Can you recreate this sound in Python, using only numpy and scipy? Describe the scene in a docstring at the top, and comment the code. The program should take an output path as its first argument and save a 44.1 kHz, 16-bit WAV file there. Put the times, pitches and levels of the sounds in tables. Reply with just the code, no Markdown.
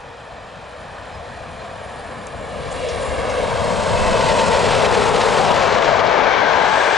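"""An electric passenger train rolls through a small open-air station, passing on the left.
Its wheels roar on the rails: shaped noise that swells, combed by a sliding ground echo and rattled by
rough treads. The rails sing and tick ahead of it, the drive whines briefly, the running gear knocks
and the coach wheels ring as they go by. Air buffets the microphone; small birds chirp early on."""
import sys
import numpy as np
from scipy import signal
from scipy.fft import rfft, irfft, next_fast_len
from scipy.io import wavfile
from scipy.ndimage import uniform_filter1d

SR = 44100
rng = np.random.default_rng(int(sys.argv[2]) if len(sys.argv) > 2 else 0)


def unload_wav(signal):
    """Save mono or channel-first audio to the path in sys.argv[1] as 16-bit WAV at rate SR, clipped to [-1, 1]."""
    wavfile.write(
        sys.argv[1],
        SR,
        np.round(np.clip(np.atleast_2d(signal).T, -1, 1) * 32767).astype(np.int16),
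    )


N = 307368
FRAME, HOP = 2048, 512
TIMES = np.arange(N // HOP + 5) * HOP / SR
HZ = np.fft.rfftfreq(FRAME, 1 / SR)

# Chirps. Each row: start and length in seconds, first and last pitch in Hz, level in dB.
CHIRPS = [(1.115, .07, 5080, 4850, -49), (1.58, .045, 4000, 4080, -46), (1.975, 0.042, 4480, 4550, -49)]
# Wind thumps. Each row: time in seconds, left and right level in dB, half length in seconds, centre in Hz.
GUSTS = [(3.929, -17.5, -21.5, 0.0096, 115), (3.96, -36, -21, 0.025, 70.6), (4.032, -36, -19, 0.021, 50),
         (4.103, -27, -21, 0.022, 45), (4.73, -24, -28, .04, 75)]
# High modes of the rails. Each row: centre and width in Hz, relative level in dB.
RAIL_MODES = [(9460, 40, -4.5), (9380, 230, -6.5), (7370, 700, -12.5)]
# Knocks far up the line that make the rails sing out. Each row: start in seconds, level in dB.
RAIL_PINGS = [(2.71, -46), (3.011, -42)]
# Bright ticks. 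Each row: start in seconds, level in dB, decay in seconds, centre and width in Hz.
BRIGHT_TICKS = [(2.27, -29, .0011, 7240, 1400), (2.712, -39, .017, 7400, 897),
                (2.886, -30.5, .02, 4800, 1800), (3.005, -41, .012, 5000, 2000),
                (3.298, -36, 0.022, 5500, 2000)]
# Knocks of the running gear, often in pairs. Each row: start in seconds, level in dB.
GEAR_KNOCKS = [(4.205, -21), (4.25, -24), (4.292, -21), (4.382, -22), (4.408, -24), (4.515, -27),
               (4.537, -20), (4.638, -23), (4.685, -19.5), (4.724, -19), (4.745, -22), (4.815, -20.5),
               (4.843, -20), (4.935, -21), (4.966, -26), (5.155, -23), (5.208, -20), (5.365, -23),
               (5.46, -24), (5.585, -24), (5.72, -28), (5.839, -28), (5.99, -27), (6.062, -23)]
# The locomotive's drive whine and thin wheel ring. Each row: time in seconds, pitch in Hz, level in dB.
DRIVE_WHINE = [(3.5, 905, -43), (3.9, 892, -33), (4.15, 895, -30.5), (4.38, 900, -27), (4.58, 882, -29),
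               (4.72, 878, -38), (5.0, 850, -55)]
LOCO_RING = [(3.75, 2630, -50), (3.97, 2612, -40.5), (4.07, 2605, -37.5), (4.25, 2590, -38.5),
             (4.54, 2560, -39.5), (4.66, 2600, -47), (4.83, 2620, -36), (4.95, 2600, -50)]
# Broad ring of the coach wheels. Each row: time in seconds, pitch and width in Hz, level in dB.
COACH_RING = [(5.7, 1621, 150, -38), (6.15, 1600, 130, -33), (6.47, 1540, 100, -24.5),
              (6.7, 1630, 140, -28), (6.97, 1660, 140, -23.5)]
# Modes of those wheels. Each row: multiple of the ring's pitch, relative level in dB.
COACH_MODES = [(1, 4), (1.44, -6), (2.12, -14), (2.65, -20)]
# Crossfades between five stages: far off, nearing, closing in, locomotive in front, coaches alongside.
# Each row: start and end in seconds.
STAGE_FADES = [(2.2, 2.83), (3.35, 3.74), (4.45, 4.85), (5.35, 6.4)]
# Ground echo, stage by stage. Each row: strength from 0 to 1, treble cutoff in Hz.
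GROUND_ECHO = [(0.22, 3500), (0.35, 8100), (0.29, 4000), (0.01, 3500), (0.08, 2000)]
# Stereo image at the microphone's two ports in each stage. Each row: frequency in Hz,
# left over right in dB, left lead in radians, likeness from 0 to 1.
IMAGE_FAR = [(65, 5.4, 0.47, 0.96), (200, 4.9, 0.47, 0.9), (430, 2.2, 0.82, 0.88), (630, 2.2, 0.46, 0.93),
             (900, -0.1, 0.53, 0.69), (1400, 1.0, 0.27, 0.89), (3000, 0.3, 0.02, 0.95),
             (6500, 0.3, -0.02, 0.94)]
IMAGE_NEARING = [(65, 10.8, 1.61, 0.8), (200, 7.7, 1.08, 0.85), (430, 2.7, 1.11, 0.95),
                 (630, 2.0, 0.53, 0.93), (900, 1.0, 0.87, 0.71), (1400, 0.4, 0.31, 0.9),
                 (3000, 0.4, 0.02, 0.93), (6500, 0.3, 0.0, 0.96)]
IMAGE_CLOSING = [(65, 9.6, 1.95, 0.82), (200, 8.3, 1.27, 0.87), (430, 4.3, 1.0, 0.94),
                 (630, 3.0, 0.5, 0.88), (900, 3.1, 0.83, 0.88), (1400, 0.4, 0.33, 0.9),
                 (3000, 0.2, 0.07, 0.95), (6500, 0.1, -0.02, 0.98)]
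IMAGE_FRONT = [(65, 5.6, 2.5, 0.74), (200, 8.4, 1.58, 0.69), (430, 6.8, 0.91, 0.94), (630, 5.4, 0.72, 0.87),
               (900, 5.2, 0.46, 0.88), (1400, 3.0, 0.26, 0.91), (3000, 1.3, 0.08, 0.95),
               (6500, 0.0, -0.0, 1.0)]
IMAGE_ALONGSIDE = [(65, 9.5, 1.74, 0.65), (200, 10.5, 1.55, 0.83), (430, 11.1, 1.11, 0.89),
                   (630, 9.4, 0.95, 0.87), (900, 10.2, 0.61, 0.76), (1400, 7.5, 0.17, 0.82),
                   (3000, 6.3, 0.24, 0.73), (6500, 2.0, -0.03, 0.7)]
# A swing left and back as the first coach passes. Each row: time in seconds, extra left over right in dB.
PAN_SWING = [(5.2, -0.5), (5.65, 1.5), (6.3, 1.7), (6.7, -1.4)]
# Tone colour of the rolling noise in each stage. Each row: frequency in Hz, relative level in dB.
COLOUR_FAR = [(8, -28), (22, -25), (58, 2), (100, -2.5), (150, -4), (200, -3), (290, -6), (370, -6.5),
              (480, 1.5), (720, -2.2), (870, -3.2), (1070, -3), (1300, -6.5), (1850, -9), (2100, -11),
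              (3900, -17.5), (5800, -26.5), (7600, -30), (8700, -34.5), (10000, -47)]
COLOUR_NEARING = [(8, -30), (22, -30), (65, 0), (115, -8), (210, -7), (305, -5), (365, -12.5), (480, 2.5),
                  (720, -2), (850, -4.5), (1050, -6.5), (1400, -12.5), (1750, -11.5), (4000, -21),
                  (7500, -32), (8600, -31.5), (10000, -42)]
COLOUR_CLOSING = [(8, -34), (22, -27), (55, -4.5), (110, -7), (220, -3), (330, -15), (470, 1), (700, 1.5),
                  (790, -5), (960, -2), (1300, -9.5), (2500, -16), (4200, -19), (5900, -25), (8000, -25),
                  (9400, -31.5), (10300, -37.5)]
COLOUR_FRONT = [(8, -37), (22, -30), (50, -9), (140, -8.5), (230, -6), (320, -15), (425, -1.5), (660, -2),
                (790, -2.5), (950, -2.5), (1600, -11), (2600, -16.5), (4000, -20), (5800, -27),
                (7500, -27.5), (9400, -33), (10300, -35.5)]
COLOUR_ALONGSIDE = [(8, -41), (22, -26), (70, -18.5), (130, -19), (185, -15), (270, -15), (450, -3),
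                    (880, -1), (1300, -7), (1600, -6.5), (1900, -9.5), (2250, -11), (3200, -13),
                    (4100, -17), (4800, -22), (6200, -26), (8000, -43), (10000, -65.5)]
# Faders for its lows, mids and highs. Each row: time in seconds, level in dB ahead of the trims.
RUMBLE_FADER = [(0.0, -45), (0.65, -44.5), (1.15, -40.5), (2.0, -40), (2.35, -37), (2.9, -32.5), (3.6, -30),
                (4.0, -26.5), (4.8, -28), (5.4, -29), (6.0, -32.5), (6.7, -34.5), (6.97, -39)]
ROAR_FADER = [(0.0, -38), (0.64, -36.5), (0.97, -34.5), (1.6, -33.5), (2.34, -32), (2.85, -26.5),
              (3.33, -21.5), (3.8, -20), (4.39, -16.5), (6.27, -15.5), (6.95, -16.5)]
HISS_FADER = [(0.05, -49), (1.25, -46), (2.43, -45.5), (2.91, -35.5), (3.03, -37.5), (3.77, -32.5),
              (4.26, -27.5), (5.1, -28), (5.75, -27.5), (6.06, -30.5), (6.86, -28.5), (6.9, -28)]
# Wheel resonances and hiss that swell out of the roar.
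# Each row: peak time and half length in seconds, centre and width in Hz, boost in dB.
SWELLS = [(0.402, 1.0, 4020, 130, 2), (0.4, .5, 980, 130, 3), (1.6, 0.45, 696, 110, 4.2),
          (2.45, .22, 490, 80, 2.5), (1.6, .5, 1720, 130, 2), (2.8, .25, 3880, 600, 2),
          (4.5, 0.28, 1920, 260, 3), (4.502, .3, 4050, 120, 2), (4.7, .6, 5230, 111, 3.5),
          (6.2, 0.24, 2250, 150, 7), (6.65, 0.43, 870, 90, 5), (6.85, 0.22, 8800, 3000, 21.5)]
# A hollow howl in the roar. Each row: time in seconds, centre in Hz, boost in dB.
HOWL = [(4.15, 560, -1), (4.55, 535, 5), (4.85, 480, 5.5), (5.1, 445, 6.5), (5.42, 520, 6.5), (5.7, 590, 4),
        (6.0, 680, 5.5), (6.35, 650, 0)]
# Treble dips between knocks. Each row: time and half length in seconds, gain in dB.
LULLS = [(4.236, .005, -1), (4.338, 0.0087, -3.5), (4.498, .005, -3), (4.775, 0.0046, -1),
         (4.88, 0.016, -3.5), (5.122, 0.009, -5), (5.535, .006, -5), (5.803, 0.0076, -5),
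         (6.03, 0.0092, -4.5)]


def amp(db):
    """Decibels to gain."""
    return 10 ** (np.asarray(db) / 20)


def add(mix, s, sound):
    """Mixes a sound in from the time s on."""
    part = mix[..., max(round(s * SR), 0):][..., :sound.shape[-1]]
    part += sound[..., :part.shape[-1]]


def follow(rows, t):
    """The columns of an automation table at the times t."""
    s, *columns = np.transpose(rows)
    return [np.interp(t, s, c) for c in columns]


def over_hz(rows):
    """The columns of a frequency table on every bin."""
    hz, *columns = np.transpose(rows)
    return np.array([np.interp(np.log(HZ + 1), np.log(hz + 1), c) for c in columns])


def stage_at(t):
    """How far the pass has got at the times t, from 0 (far off) to 4 (coaches alongside)."""
    return sum(np.clip((t - start) / (end - start), 0, 1) for start, end in STAGE_FADES)


def staged(tables):
    """Frequency tables crossfaded as the train advances: columns x frames x bins."""
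    stage = stage_at(TIMES)[:, None]
    return sum(np.maximum(1 - abs(stage - k), 0) * over_hz(rows)[:, None]
               for k, rows in enumerate(tables))


def at_level(power, db):
    """Scales each frame of a power spectrum to a level."""
    return power / power.sum(-1, keepdims=True) * amp(db)[:, None] ** 2


def three_band_eq(power, levels_db, edges_hz=(45, 330, 2400, 9000)):
    """Tilts each frame smoothly so that its lows, mids and highs come close to the given levels."""
    flats_hz = np.ravel([(20, 250), (420, 1700), (2800, 9000)])  # each band's gain is flat in its span
    gain_db = 0
    for k, db in enumerate(levels_db):
        band_power = power[:, (HZ >= edges_hz[k]) & (HZ < edges_hz[k + 1])].sum(-1)
        share = np.interp(np.log(HZ + 1), np.log(flats_hz), np.repeat(np.arange(3) == k, 2))
        gain_db = gain_db + (db - 10 * np.log10(band_power))[:, None] * share
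    return power * amp(gain_db) ** 2


def resonance(hz, width):
    """Power response of a steep-sided resonance."""
    return 1 / (1 + ((HZ - hz) / width) ** 2 * 2) ** 2


def flicker(frames, bins):
    """Smooth random modulation over time and frequency, of spread 1."""
    noise = rng.standard_normal((len(TIMES), len(HZ)))
    noise = uniform_filter1d(uniform_filter1d(noise, frames, axis=0), bins, axis=1)
    return noise / noise.std()


def band_noise(hz, width, size=N):
    """Noise of rms 1 in a bell-shaped band."""
    padded = next_fast_len(size, real=True)
    bell = np.exp(-.5 * ((np.fft.rfftfreq(padded, 1 / SR) - hz) / width) ** 2)
    noise = irfft(rfft(rng.standard_normal(padded)) * bell, padded)[:size]
    return noise / noise.std()


def stereo_noise(power, start_lean=.55, lean_s=1.8):
    """Noise of the given power as the two ports hear it: the left is mostly louder and earlier."""
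    balance_db, lead, likeness = staged(
        [IMAGE_FAR, IMAGE_NEARING, IMAGE_CLOSING, IMAGE_FRONT, IMAGE_ALONGSIDE])
    # the bass starts nearer the middle and leans left as the train comes into earshot
    lean = 1 - np.interp(TIMES, [0, lean_s], [1 - start_lean, 0])[:, None] * resonance(0, 500)
    lead = lean * lead
    swing_db = follow(PAN_SWING, TIMES)[0] * (TIMES > PAN_SWING[0][0])
    pan = amp((lean * balance_db + swing_db[:, None] * resonance(0, 6000)) / 2)
    a, b, c, d = rng.standard_normal((4, *power.shape))
    left = a + 1j * b
    right = likeness * np.exp(-1j * lead) * left + np.sqrt(1 - likeness ** 2) * (c + 1j * d)
    mid_power = (pan ** 2 + pan ** -2 + 2 * likeness * np.cos(lead)) / 4
    spectra = np.array([pan * left, right / pan]) * np.sqrt(1.5 * power / mid_power)
    return signal.istft(spectra.swapaxes(1, 2), nperseg=FRAME, noverlap=FRAME - HOP)[1][:, :N]


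def birds(arch_hz=90):
    """Faint arched chirps from the bushes."""
    t, out = np.arange(N) / SR, np.zeros(N)
    for s, length, start_hz, end_hz, db in CHIRPS:
        progress = np.clip((t - s) / length, 0, 1)
        arch = np.sin(np.pi * progress)
        hz = start_hz + (end_hz - start_hz) * progress + arch_hz * arch
        out += amp(db) * arch * np.sin(2 * np.pi * np.cumsum(hz) / SR)
    return out


def gusts(width_hz=45):
    """Moving air hits the two ports unevenly in short, low thumps."""
    t, out = np.arange(-SR // 10, SR // 10) / SR, np.zeros((2, N))
    for s, left_db, right_db, length, hz in GUSTS:
        ports = np.array([amp(db) * band_noise(hz, width_hz, len(t)) for db in (left_db, right_db)])
        add(out, s + t[0], np.exp(-.5 * (t / length) ** 2) * ports)
    return out


def singing_rails(peak_s=3.45, peak_db=-48.5, rise_db_per_s=5.5, fall_db_per_s=11,
                  ping_decay_s=.15, flutter_db=3):
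    """Power of the high rail modes, which carry far ahead of the train and sink away as it arrives."""
    since = TIMES - peak_s
    power = amp(peak_db + np.minimum(rise_db_per_s * since, -fall_db_per_s * since)) ** 2
    for s, db in RAIL_PINGS:
        power += (amp(db) * np.exp(-abs(TIMES - s) / ping_decay_s) * (TIMES >= s)) ** 2
    modes = sum(amp(db) ** 2 * resonance(hz, width) for hz, width, db in RAIL_MODES)
    return at_level(modes, 10 * np.log10(power)) * amp(flutter_db * flicker(frames=5, bins=6)) ** 2


def bright_ticks():
    """Hard-edged noise bursts: one sharp click, perhaps camera handling, then ticks from the track."""
    t, out = np.arange(SR // 10) / SR, np.zeros(N)
    for s, db, decay, hz, width in BRIGHT_TICKS:
        add(out, s, amp(db) * np.exp(-t / decay) * band_noise(hz, width, len(t)))
    return out


def gear_clatter(attack_s=.007, decay_s=.02):
    """The running gear knocks: bursts of one colour that build briefly and die quickly."""
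    t, out = np.arange(SR // 10) / SR, np.zeros(N)
    envelope = np.minimum(t / attack_s, 1) * np.exp(-t / decay_s)
    for s, db in GEAR_KNOCKS:
        add(out, s, amp(db) * envelope * band_noise(hz=2700, width=1840, size=len(t)))
    return out


def locomotive_tone(rows, waver_hz, flutter, pan_db):
    """A wavering tone of the drive or the wheels that sags as the locomotive draws near."""
    t = np.arange(N) / SR
    hz, db = follow(rows, t)
    phase = 2 * np.pi * np.cumsum(hz + waver_hz * band_noise(0, 25.3)) / SR
    gate = (t > rows[0][0]) & (t < rows[-1][0])
    envelope = np.sqrt(2) * amp(db) * (1 + flutter * band_noise(0, 17)) * gate
    lead = .22 * pan_db  # the louder port also hears it earlier
    return envelope * np.array([amp(pan_db) * np.sin(phase + lead), amp(-pan_db) * np.sin(phase)])


def coach_wheels():
    """Power of the coach wheels' resonances while their bogies go by."""
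    hz, width, db = follow(COACH_RING, TIMES)
    modes = sum(amp(mode_db) ** 2 * resonance(ratio * hz[:, None], width[:, None])
                for ratio, mode_db in COACH_MODES)
    return at_level(modes, db) * (TIMES > COACH_RING[0][0])[:, None]


def tread_rattle(train, far_db=.93, close_extra_db=1, rate_hz=24, spread_hz=44):
    """Rough spots on the treads shake the whole treble at once: a dense rattle with brief lulls."""
    t = np.arange(N) / SR
    treble = signal.sosfiltfilt(signal.butter(2, 1800, "high", fs=SR, output="sos"), train)
    depth_db = far_db + close_extra_db * np.maximum(1 - abs(stage_at(t) - 3) / 2, 0)
    shake_db = depth_db * np.tanh(band_noise(rate_hz, spread_hz))
    lull_db = sum(db * np.exp(-.5 * ((t - s) / length) ** 2) for s, length, db in LULLS)
    return train + treble * (amp(shake_db + lull_db) - 1)


def echo_comb(pass_s=5.07, speed_m_per_s=31.2, track_m=8.5, ground_ms=2.23, ms_per_doubling=.15,
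              wall_ms=1.23, wall_gain=.2):
    """The ground echo lags most as the locomotive draws level; a wall echo colours the far train."""
    t = TIMES[:, None]
    stage = stage_at(t)
    distance_m = np.hypot(speed_m_per_s * (t - pass_s), track_m)
    delay_ms = ground_ms - ms_per_doubling * np.log2(distance_m / track_m)
    strength, cutoff_hz = (np.interp(stage, np.arange(5), c) for c in np.transpose(GROUND_ECHO))
    turn_per_ms = -2j * np.pi * HZ / 1000
    ground = strength * np.exp(turn_per_ms * delay_ms)
    wall = wall_gain * np.clip(1 - stage, 0, 1) * np.exp(turn_per_ms * wall_ms)
    return abs(1 + (ground + wall) / (1 + (HZ / cutoff_hz) ** 4)) ** 2  # ballast scatters the top end


def howl(width_hz=100, upper_ratio=1.82, upper_share=.45):
    """Boost in dB of two gliding resonances, lowest in pitch as the locomotive draws level."""
    hz, db = (c[:, None] for c in follow(HOWL, TIMES))
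    return db * (resonance(hz, width_hz) + upper_share * resonance(upper_ratio * hz, width_hz))


def rolling_wheels(trim_db=-.51, hiss_trim_db=.35, flicker_db=.93):
    """Power of the wheels on the rails: rumble, roar and hiss, combed by the echoes."""
    colour_db, = staged([COLOUR_FAR, COLOUR_NEARING, COLOUR_CLOSING, COLOUR_FRONT, COLOUR_ALONGSIDE])
    for s, length, hz, width, db in SWELLS:
        colour_db += db * np.exp(-.5 * ((TIMES[:, None] - s) / length) ** 2) * resonance(hz, width)
    combed = amp(colour_db + howl()) ** 2 * echo_comb()
    rumble, roar, hiss = (follow(rows, TIMES)[0] for rows in (RUMBLE_FADER, ROAR_FADER, HISS_FADER))
    power = three_band_eq(combed, [rumble, roar, hiss + hiss_trim_db])
    return power * amp(trim_db + flicker_db * flicker(frames=12, bins=5)) ** 2


def scene():
    """The train pass, with gusts and birds around it."""
    wheels_and_rails = stereo_noise(rolling_wheels() + singing_rails() + coach_wheels())
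    train = tread_rattle(wheels_and_rails + bright_ticks() + gear_clatter())
    drive = locomotive_tone(DRIVE_WHINE, waver_hz=13, flutter=.7, pan_db=2.5)
    wheel_ring = locomotive_tone(LOCO_RING, waver_hz=32, flutter=.59, pan_db=0)
    return train + drive + wheel_ring + gusts() + birds()


def record(dry, ceiling=.93, cutoff_hz=10300):
    """A soft clip rounds the highest peaks; a steep low-pass takes off the top end."""
    rounded = dry / (1 + (dry / ceiling) ** 8) ** (1 / 8)
    lowpass = signal.firwin(255, cutoff_hz, window=("kaiser", 9), fs=SR)
    return signal.oaconvolve(rounded, lowpass[None], "same")


dry = scene()
out = record(dry)
unload_wav(out)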